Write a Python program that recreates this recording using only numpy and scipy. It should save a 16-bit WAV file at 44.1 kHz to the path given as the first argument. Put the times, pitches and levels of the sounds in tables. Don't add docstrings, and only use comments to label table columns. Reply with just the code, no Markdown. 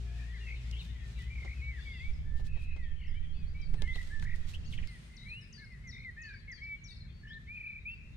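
import sys
import numpy as np
from scipy import signal
from scipy.fft import rfft, irfft, next_fast_len
from scipy.io import wavfile
from scipy.ndimage import uniform_filter1d

SR = 44100
rng = np.random.default_rng(int(sys.argv[2]) if len(sys.argv) > 2 else 0)


def waveform_to_disk(signal):
    frames = np.transpose(np.atleast_2d(signal))
    scaled = np.clip(frames, -1, 1) * 32767
    samples = np.round(scaled).astype(np.int16)
    wavfile.write(sys.argv[1], SR, samples)


N = 360076
TIME = np.arange(N) / SR
BASS_DROP_S, BASS_FALL_S = 4.865, 0.02


def undb(db):
    return 10 ** (np.asarray(db) / 20)


def unit(x):
    return x / np.sqrt(np.mean(x ** 2))


def pan(db):
    return undb(np.array([[db], [-db]]) / 2)


def walk(rate_hz):
    k = max(int(SR / rate_hz), 1)
    steps = np.repeat(rng.standard_normal(N // k + 1), k)
    return 1.36 * uniform_filter1d(uniform_filter1d(steps, k), k)[:N]


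def noise(spectrum, correlation):
    size = next_fast_len(N)
    hz, db = np.transpose(spectrum)
    f = np.fft.rfftfreq(size, 1 / SR) + 1
    gain = undb(np.interp(np.log(f), np.log(hz), db)) / (1 + (f / (2 * hz[-1])) ** 2)
    mid, side = irfft(rfft(rng.standard_normal((2, size))) * gain, size)[:, :N]
    width = np.sqrt((1 - correlation) / (1 + correlation))
    return unit(mid) + width * unit(side) * np.array([[1], [-1]])


def add(track, start_s, sound):
    i = max(int(start_s * SR), 0)
    track[i:i + len(sound)] += sound[:N - i]


def lagged(x, lag_ms):
    size = next_fast_len(N + SR)
    khz = np.fft.rfftfreq(size, 1000 / SR)
    return irfft(rfft(x, size) * np.exp(-2j * np.pi * khz * lag_ms), size)[:N]


def held(start_s, end_s, rise_s, fall_s):
    return np.clip((TIME - start_s) / rise_s, 0, 1) * np.clip(1 - (TIME - end_s) / fall_s, 0, 1)


def swells(rows):
    out = np.zeros(N)
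    for s, length_s, db in rows:
        add(out, s, undb(db) * np.hanning(int(length_s * SR)))
    return out


def bass_gate():
    return np.clip(1 - (TIME - BASS_DROP_S) / BASS_FALL_S, 0, 1)


def whistle(hz, attack_s, release_s):
    t = np.arange(len(hz)) / SR
    gate = np.clip(t / attack_s, 0, 1) * np.clip((t[-1] - t) / release_s, 0, 1)
    return np.sqrt(2) * np.sin(np.pi / 2 * gate) ** 2 * np.sin(2 * np.pi * np.cumsum(hz) / SR)


def fluting(notes, attack_share, release_s, waver, trill_dip, swell_db, rasp):
    gestures = { "hold": (0.95, 0.97, 1), "droop": (1.05, .9, 0.97), "sink": (1.06, 0.774, 0.93),
                "scoop": (1.08, 1.06, 0.96), "sag": (1.18, .94, 1), "rise": (.94, 1.06, 1),
                "lift": (.8, 1.04, .7), "climb": (.82, 1.16, 1), "crest": (.87, .83, .66),
                "chip": (1.345, 0.78, .7, 106, 0.069, 1.5), "trill": (1.06, 1.1, 0.5, 54, .065, 0.5),
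                "roll": (0.73, 0.93, 1, 46.5, .1, 0.3), "warble": (1.07, .96, 1, 40.5, 0.046, 0.75),
                "quaver": (1.01, .975, 1.05, 33, .035, 0.76), "buzz": (1, 1, 1, 52, 0.0226, .5)}
    out, drift, shake = np.zeros(N), walk(150), walk(900)
    for s, length_s, gesture, mid_hz, db in notes:
        start, end, lean, *trill = gestures[gesture]
        trill_hz, depth, lead_rad = trill or (0, 0, 0)
        t = np.arange(int(length_s * SR)) / SR
        now = slice(int(s * SR), int(s * SR) + len(t))
        parabola = np.polyfit([0, .5, 1], [start, 1, end], 2)
        bend = np.polyval(parabola, (t / length_s) ** lean)
        phase = 2 * np.pi * trill_hz * t
        flick = depth * (np.exp(np.sin(phase)) - 1 + rasp * shake[now])
        hz = mid_hz * (bend + flick) * (1 + waver * drift[now])
        tone = whistle(hz, attack_share * length_s, min(release_s, length_s / 3))
        pulsing = 1 - trill_dip * np.sin(phase + lead_rad) if trill else 1
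        swell = undb(db - swell_db * (2 * t / length_s - 1) ** 2)
        add(out, s, swell * tone * pulsing)
    return out


def outdoors(x, pan_db, lag_ms, echo_db, t60_s, flutter_db, scatter_db, scatter_s):
    x = x * undb(flutter_db * walk(45))
    t = np.arange(SR) / SR
    twigs = rng.standard_normal((2, SR)) * t * np.exp(-t / scatter_s)
    trunks = rng.standard_normal((2, SR)) * (rng.random(SR) < 150 / SR)
    trees = trunks * np.exp(-np.log(1000) * t / t60_s) * (1 - np.exp(-t / 0.043))
    tail = (undb(scatter_db) * unit(twigs) + undb(echo_db) * unit(trees)) / np.sqrt(SR)
    echo = signal.fftconvolve(x[None], tail, axes=1)[:, :N]
    direct = np.array([lagged(x, lag_ms), x])
    return (direct + echo) * pan(pan_db) / np.hypot(1, undb(scatter_db))


def air(wind_start_s=1.98, wind_db=-38.5, far_db=-49, calm_db=-78):
    # t/s, length/s, level/dB
    gust_times = [(1.9, 0.9, -50), (3.58, 0.38, -38), (4.17, 0.15, -39.5), (4.5, 0.68, -47)]
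    # start/s, end/s, level/dB
    breezes = [(-.2, 0.876, -65.5), (0.997, 1.96, -69.5), (3.788, 5.06, -69)]
    # f/Hz, density/dB
    buffet_spectrum = [(8, 5), (22, 0), (40, -10), (65, -14.5), (130, -24), (250, -47)]
    rumble_spectrum = [(20, -15), (45, 4), (70, 0), (115, -2.5), (170, -7.5), (230, -16.5), (300, -29.5),
                       (600, -43)]
    hiss_spectrum = [(300, 14), (1000, 6.5), (3000, 11.5), (4600, 7.5), (7500, 1.5), (9500, -4),
                     (12000, -10), (15500, -24)]
    field_spectrum = [(200, 7), (400, 6), (620, -3.5), (800, -9.5), (1300, -2), (2100, 4), (3000, -13.5),
                      (3900, -7.5), (7000, -16.5), (15000, -27.5)]
    blowing = held(wind_start_s, BASS_DROP_S, rise_s=0.041, fall_s=BASS_FALL_S)
    gusts = swells(gust_times)
    buffet = blowing * (undb(wind_db) + gusts) * noise(buffet_spectrum, correlation=0.85) * pan(-10)
    rumble_gain = (undb(far_db) + undb(-5.5) * blowing * gusts) * undb(1.7 * walk(6))
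    rumble = rumble_gain * noise(rumble_spectrum, correlation=0.88)
    breeze = sum(undb(db) * held(start, end, rise_s=0.053, fall_s=0.31) for start, end, db in breezes)
    hiss = (undb(calm_db) + breeze) * undb(1.5 * walk(13)) * noise(hiss_spectrum, correlation=0.07)
    field = undb(-69.5 + 1.78 * walk(2.12)) * noise(field_spectrum, correlation=0.086)
    left, right = hiss + field
    return buffet + rumble + np.array([lagged(left, lag_ms=0.14), right])


def hum(fade_s=0.94, late_hz=228.8, late_db=-69):
    # f/Hz, level/dB
    lines = [(394, -67.5), (700, -76)]
    clock_s = np.cumsum(1 + 0.0058 * walk(30)) / SR
    early = sum(undb(db + 3.5 * walk(15)) * np.sin(2 * np.pi * hz * clock_s) for hz, db in lines)
    late = undb(late_db + 2.0 * walk(6.3)) * np.sin(2 * np.pi * late_hz * clock_s)
    return np.exp(-TIME / fade_s) * early + (1 - bass_gate()) * late


def sizzle(start_s=4.88, fade_s=.55, db=-75):
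    # f/Hz, density/dB
    spectrum = [(7000, -22), (8700, 3), (9600, -1), (11000, -18), (15000, -21)]
    envelope = np.exp(-np.abs(TIME - start_s) / fade_s) * (TIME > start_s)
    return undb(db + 2 * walk(60)) * envelope * noise(spectrum, correlation=0.18)


def engines(start_s=.5, start_hz=62.05, top_hz=100.4, pickup_s=6.0, drone_hz=58.06, waver_db=1.8):
    running_s = TIME - start_s
    firing_hz = top_hz + (start_hz - top_hz) * np.exp(-running_s / pickup_s)
    phase = 2 * np.pi * np.cumsum(firing_hz * (1 + 0.0071 * walk(8))) / SR
    gain = np.clip(running_s / 0.045, 0, 1) * undb(-42.5 - 1.3 * running_s + waver_db * walk(7.07))
    labouring = gain * (np.sin(phase) + undb(-15.5) * np.sin(2 * phase))
    phase = 2 * np.pi * np.cumsum(drone_hz * (1 + 0.0131 * walk(7.99))) / SR
    gain = undb(-39 - 3.5 * TIME + waver_db * walk(6.22))
    drone = gain * (np.sin(phase) + undb(-12.5) * np.sin(2 * phase))
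    return np.sqrt(2) * (labouring + drone) * bass_gate() * pan(3)


def grass(grain_db=2.5, ring_q=1 / 0.36):
    # t/s, peak/dB, f/Hz, decay/s
    stalks = [(0.712, -41.5, 4550, 0.0027), (3.741, -41, 2170, 0.0024), (3.821, -27.5, 3400, 0.0014),
              (3.877, -45, 2820, .004), (3.956, -39.5, 2800, 0.0045), (4.197, -43.5, 3470, 0.0026),
              (4.225, -36, 1770, 0.0036), (4.874, -40, 4500, 0.00034)]
    # t/s, length/s, level/dB
    rustles = [(.74, 0.21, -66.5), (1.02, 0.18, -70), (1.15, 0.13, -65), (1.74, 0.21, -76.5),
               (2.34, 0.1, -68.5), (2.43, 0.07, -63), (2.57, 0.11, -68.5), (3.84, 0.35, -64.5),
               (4.21, 0.053, -60), (4.335, 0.056, -64), (4.45, 0.097, -58), (4.52, 0.053, -60),
               (4.68, 0.1, -62.5)]
    # f/Hz, density/dB
    spectrum = [(400, -7), (1500, 1), (4000, 8), (7000, 0), (9300, -1.5), (10400, -8), (12000, -6.5),
                (14500, -16), (15500, -21)]
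    snaps, t = np.zeros((2, N)), np.arange(SR // 50) / SR
    for s, db, hz, decay_s in stalks:
        resonance = signal.iirpeak(hz, ring_q, fs=SR)
        for channel in snaps:
            burst = rng.standard_normal(len(t)) * np.exp(-t / decay_s)
            crack = uniform_filter1d(signal.lfilter(*resonance, burst), size=2)
            add(channel, s, undb(db) * crack / np.abs(crack).max())
    grains = unit(undb(grain_db * walk(500)))
    brushing = swells(rustles) * grains * noise(spectrum, correlation=0.17)
    return brushing * pan(-4) + snaps * pan(3)


def pats(attack_s=0.00021, decay_s=0.013):
    # t/s, level/dB
    blows = [(1.419, -60), (1.447, -47.5), (2.397, -54.5), (2.569, -57.5), (2.763, -54), (3.742, -51),
             (3.819, -46), (3.958, -51), (4.227, -61)]
    # f/Hz, density/dB
    spectrum = [(60, -23), (150, -2), (330, 10.5), (700, 4), (1400, -6), (4000, -9.5), (8000, -22.5),
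                (15000, -50)]
    envelope, t = np.zeros(N), np.arange(SR // 5) / SR
    for s, db in blows:
        add(envelope, s, undb(db) * np.exp(-t / decay_s) * (1 - np.exp(-t / attack_s)))
    return envelope * noise(spectrum, correlation=0.3) * pan(-4)


def far_chorus(low_hz=1750, high_hz=4500, db=-66.5, count=380, fade_db_per_s=1.2, waver=.012):
    out, drift = np.zeros(N), walk(200)
    for when, pitch, glide, length, softness in rng.random((count, 5)):
        u = np.linspace(-1, 1, int((.04 + .1 * length) * SR))
        bend = 1 + 0.3027 * (glide - .6) * u - 0.0591 * u ** 2
        wobble = 1 + waver * drift[int(when * (N - len(u))):][:len(u)]
        hz = low_hz * (high_hz / low_hz) ** pitch * bend * wobble
        tone = whistle(hz, attack_s=0.019, release_s=0.015)
        add(out, when * TIME[-1], undb(db - 3.4 * softness - 7 * pitch) * tone)
    return outdoors(out * undb(-fade_db_per_s * TIME), pan_db=8.5, lag_ms=0.098, echo_db=-4, t60_s=0.6,
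                    flutter_db=4.5, scatter_db=-2, scatter_s=0.011)


def churr():
    # t/s, length/s, gesture, mid f/Hz, level/dB
    notes = [(1.7, 0.426, "buzz", 3486, -63), (1.7, 0.42, "buzz", 4760, -72)]
    call = fluting(notes, attack_share=0.28, release_s=0.13, waver=0.0156,
                   trill_dip=0.38, swell_db=3, rasp=1)
    return outdoors(call, pan_db=5.5, lag_ms=0.02, echo_db=-5, t60_s=1.0,
                    flutter_db=2, scatter_db=-2, scatter_s=.01)


def hedge_birds():
    # t/s, length/s, gesture, mid f/Hz, level/dB
    notes = [ (.03, 0.25, "scoop", 1687, -70), (.06, 0.12, "rise", 2490, -68), (.19, .2, "rise", 1880, -64),
             (.395, 0.12, "droop", 2720, -55), (.875, 0.23, "sag", 1902, -64),
             (1.2, 0.15, "rise", 2037, -63), (1.53, .097, "droop", 2570, -59.5),
             (1.93, 0.096, "droop", 2670, -59.5), (2.21, .3, "hold", 1780, -65.5),
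             (2.45, 0.32, "buzz", 2570, -58), (2.75, 0.18, "sag", 1892, -58),
             (2.95, .15, "warble", 2900, -63.5), (2.985, 0.16, "warble", 2106, -61),
             (3.135, 0.059, "lift", 2244, -54.5), (3.135, 0.063, "rise", 3045, -59),
             (3.33, 0.14, "crest", 2614, -67.5), (3.32, .1, "lift", 4540, -70.5),
             (3.45, 0.086, "lift", 4590, -69), (3.535, .12, "hold", 2313, -57.5),
             (3.68, .14, "rise", 8350, -76), (3.815, .07, "hold", 2154, -54), (4.0, .18, "hold", 8260, -76),
             (5.07, .25, "buzz", 2073, -62.5), (5.57, 0.22, "crest", 2170, -59),
             (6.16, 0.23, "crest", 2567, -58.5), (7.06, 0.19, "hold", 4480, -74.5)]
    song = fluting(notes, attack_share=0.2, release_s=0.018, waver=0.0082,
                   trill_dip=0.48, swell_db=1.5, rasp=0.7)
    return outdoors(song, pan_db=4.5, lag_ms=0.035, echo_db=-8, t60_s=1.0,
                    flutter_db=2.5, scatter_db=-7, scatter_s=0.015)


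def hoarse_bird(rasp=0.027):
    # t/s, length/s, level/dB
    wheezes = [(0.719, .105, -52), (3.831, .15, -55), (7.265, .095, -56.5)]
    # share of length, f/Hz, level/dB
    contour = [(0, 2800, -15.5), (.45, 3210, -1.5), (.7, 3640, 3), (.8, 4290, 1), (.88, 3720, 2.5),
               (1, 3640, -9)]
    out, shake = np.zeros(N), walk(900)
    shares, pitches_hz, levels_db = np.transpose(contour)
    for s, length_s, db in wheezes:
        along = np.linspace(0, 1, int(length_s * SR))
        hz = np.interp(along, shares, pitches_hz) * (1 + rasp * shake[int(s * SR):][:len(along)])
        gain = undb(db + np.interp(along, shares, levels_db))
        add(out, s, gain * whistle(hz, attack_s=.01, release_s=.008))
    return outdoors(out, pan_db=5.5, lag_ms=0.09, echo_db=-11, t60_s=0.32,
                    flutter_db=3, scatter_db=-7, scatter_s=0.01)


def syllable(name, waver=.007, tilt_db_per_octave=-1):
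    contours = { "slur": [(0, 7120), (.01, 5450), (.018, 4740), (.055, 4550), (.085, 3790)],
                "step": [(0, 6770), (.016, 5620), (.034, 5600), (.052, 3890), (.065, 3680), (.1, 3590)],
                "dip": [(0, 7350), (.012, 6000), (.026, 4410), (.062, 4600), (.09, 3460)],
                "hook": [(0, 7060), (.01, 4610), (.02, 3790), (.05, 3780), (.08, 4020)],
                "flick": [(0, 5710), (.016, 4400), (.032, 3850)], "fall": [(0, 6010), (.012, 5160),
                (.055, 4850)], "sag": [(0, 6180), (.012, 4790), (.066, 4330)], "swoop": [(0, 5950),
                (.014, 4400), (.045, 4750), (.08, 4460)], "arch": [(0, 4100), (.015, 4670), (.04, 4200)],
                "pip": [(0, 3950), (.011, 4260), (.035, 3900)], "lilt": [(0, 4600), (.027, 6980),
                (.04, 6400), (.056, 4200)], "peep": [(0, 7850), (.025, 8940), (.055, 8500)]}
    times_s, pitches_hz = np.transpose(contours[name])
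    t = np.arange(int(times_s[-1] * SR)) / SR
    glide_hz = uniform_filter1d(np.interp(t, times_s, pitches_hz), size=200)
    hz = glide_hz * (1 + waver * walk(200)[:len(t)])
    gain = undb(tilt_db_per_octave * np.log2(hz / hz.mean()))
    return gain * whistle(hz, attack_s=0.0057, release_s=0.0097)


def small_bird(tag_after_s=.118, tag_db=-5.5):
    # t/s, syllable, level/dB
    song = [(.612, "fall", -72), (2.13, "fall", -72.5), (3.065, "fall", -73.5), (3.612, "sag", -62.5),
            (4.643, "lilt", -67), (4.651, "arch", -60), (4.873, "flick", -62.5), (5.163, "hook", -56),
            (5.407, "fall", -70), (5.524, "slur", -57.5), (5.718, "flick", -70), (5.87, "step", -59),
            (6.215, "dip", -62), (6.513, "slur", -61), (6.836, "step", -60), (6.885, "peep", -76.5),
            (6.903, "arch", -57.5), (6.964, "flick", -63), (7.002, "pip", -59), (7.278, "fall", -73),
            (7.908, "swoop", -77)]
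    tags = {"hook": "pip", "slur": "flick", "step": "pip", "dip": "swoop"}
    out = np.zeros(N)
    for s, name, db in song:
        add(out, s, undb(db) * syllable(name))
        if name in tags:
            add(out, s + tag_after_s, undb(db + tag_db) * syllable(tags[name]))
    return outdoors(out, pan_db=9.5, lag_ms=0.17, echo_db=-13.0, t60_s=0.31,
                    flutter_db=2.5, scatter_db=-5.5, scatter_s=.024)


def blackbird_chips():
    # t/s, length/s, gesture, mid f/Hz, level/dB
    notes = [(4.535, 0.021, "climb", 3010, -45), (4.722, 0.025, "chip", 2850, -47),
             (4.774, 0.0246, "chip", 2550, -47.5), (4.823, 0.028, "chip", 2300, -50)]
    calls = fluting(notes, attack_share=0.12, release_s=.01, waver=0.018,
                    trill_dip=0.31, swell_db=4, rasp=.7)
    return outdoors(calls, pan_db=1.5, lag_ms=0.074, echo_db=-8.5, t60_s=0.96,
                    flutter_db=1.5, scatter_db=-4.5, scatter_s=0.0081)


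def blackbird():
    # t/s, length/s, gesture, mid f/Hz, level/dB
    notes = [ (.338, 0.064, "sink", 2020, -55.5), (.385, 0.095, "trill", 1870, -60),
             (.46, 0.11, "trill", 2185, -49), (.72, 0.046, "warble", 2880, -56.5),
             (.78, 0.05, "sink", 2950, -51), (1.183, 0.062, "droop", 1956, -55),
             (1.3, 0.046, "hold", 2380, -50), (1.345, 0.11, "warble", 2227, -53),
             (1.449, .1, "trill", 2163, -52.5), (1.61, .12, "hold", 2260, -47),
             (1.7, .11, "sink", 1975, -51.5), (1.845, 0.14, "droop", 2177, -48.5),
             (1.985, .13, "lift", 2194, -50), (3.775, 0.09, "scoop", 1725, -56.5),
             (3.868, 0.076, "hold", 2070, -43), (3.936, 0.089, "quaver", 2007, -47.5),
             (4.095, 0.15, "hold", 1766, -51), (4.219, .14, "roll", 2036, -48.5),
             (4.872, 0.11, "droop", 2053, -57), (5.25, .16, "climb", 2580, -48),
             (5.572, 0.087, "crest", 1775, -56), (5.833, 0.079, "droop", 2070, -51.5),
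             (5.92, 0.137, "trill", 2130, -51), (6.04, 0.071, "droop", 2028, -44),
             (6.16, 0.16, "crest", 1862, -47.5), (6.297, 0.083, "quaver", 1658, -54),
             (6.475, 0.07, "sink", 2100, -48.5), (6.605, .16, "hold", 2304, -43.5),
             (7.225, 0.1, "buzz", 1745, -54.5), (7.285, 0.11, "hold", 1786, -50),
             (7.466, 0.1, "lift", 2335, -50.5), (7.532, 0.27, "quaver", 2410, -47),
             (7.848, 0.11, "lift", 2598, -45)]
    song = fluting(notes, attack_share=0.14, release_s=0.015, waver=0.0081,
                   trill_dip=0.53, swell_db=2, rasp=0.26)
    return outdoors(song, pan_db=1.5, lag_ms=0.083, echo_db=-12.5, t60_s=0.92,
                    flutter_db=2.5, scatter_db=-14, scatter_s=0.012)


def scene():
    birds = blackbird() + blackbird_chips() + hedge_birds() + churr()
    birds = birds + hoarse_bird() + small_bird() + far_chorus()
    return birds + engines() + hum() + air() + sizzle() + grass() + pats()


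def record(dry):
    return signal.sosfilt(signal.ellip(10, .2, 70, 15700, fs=SR, output="sos"), dry)


dry = scene()
out = record(dry)
waveform_to_disk(out)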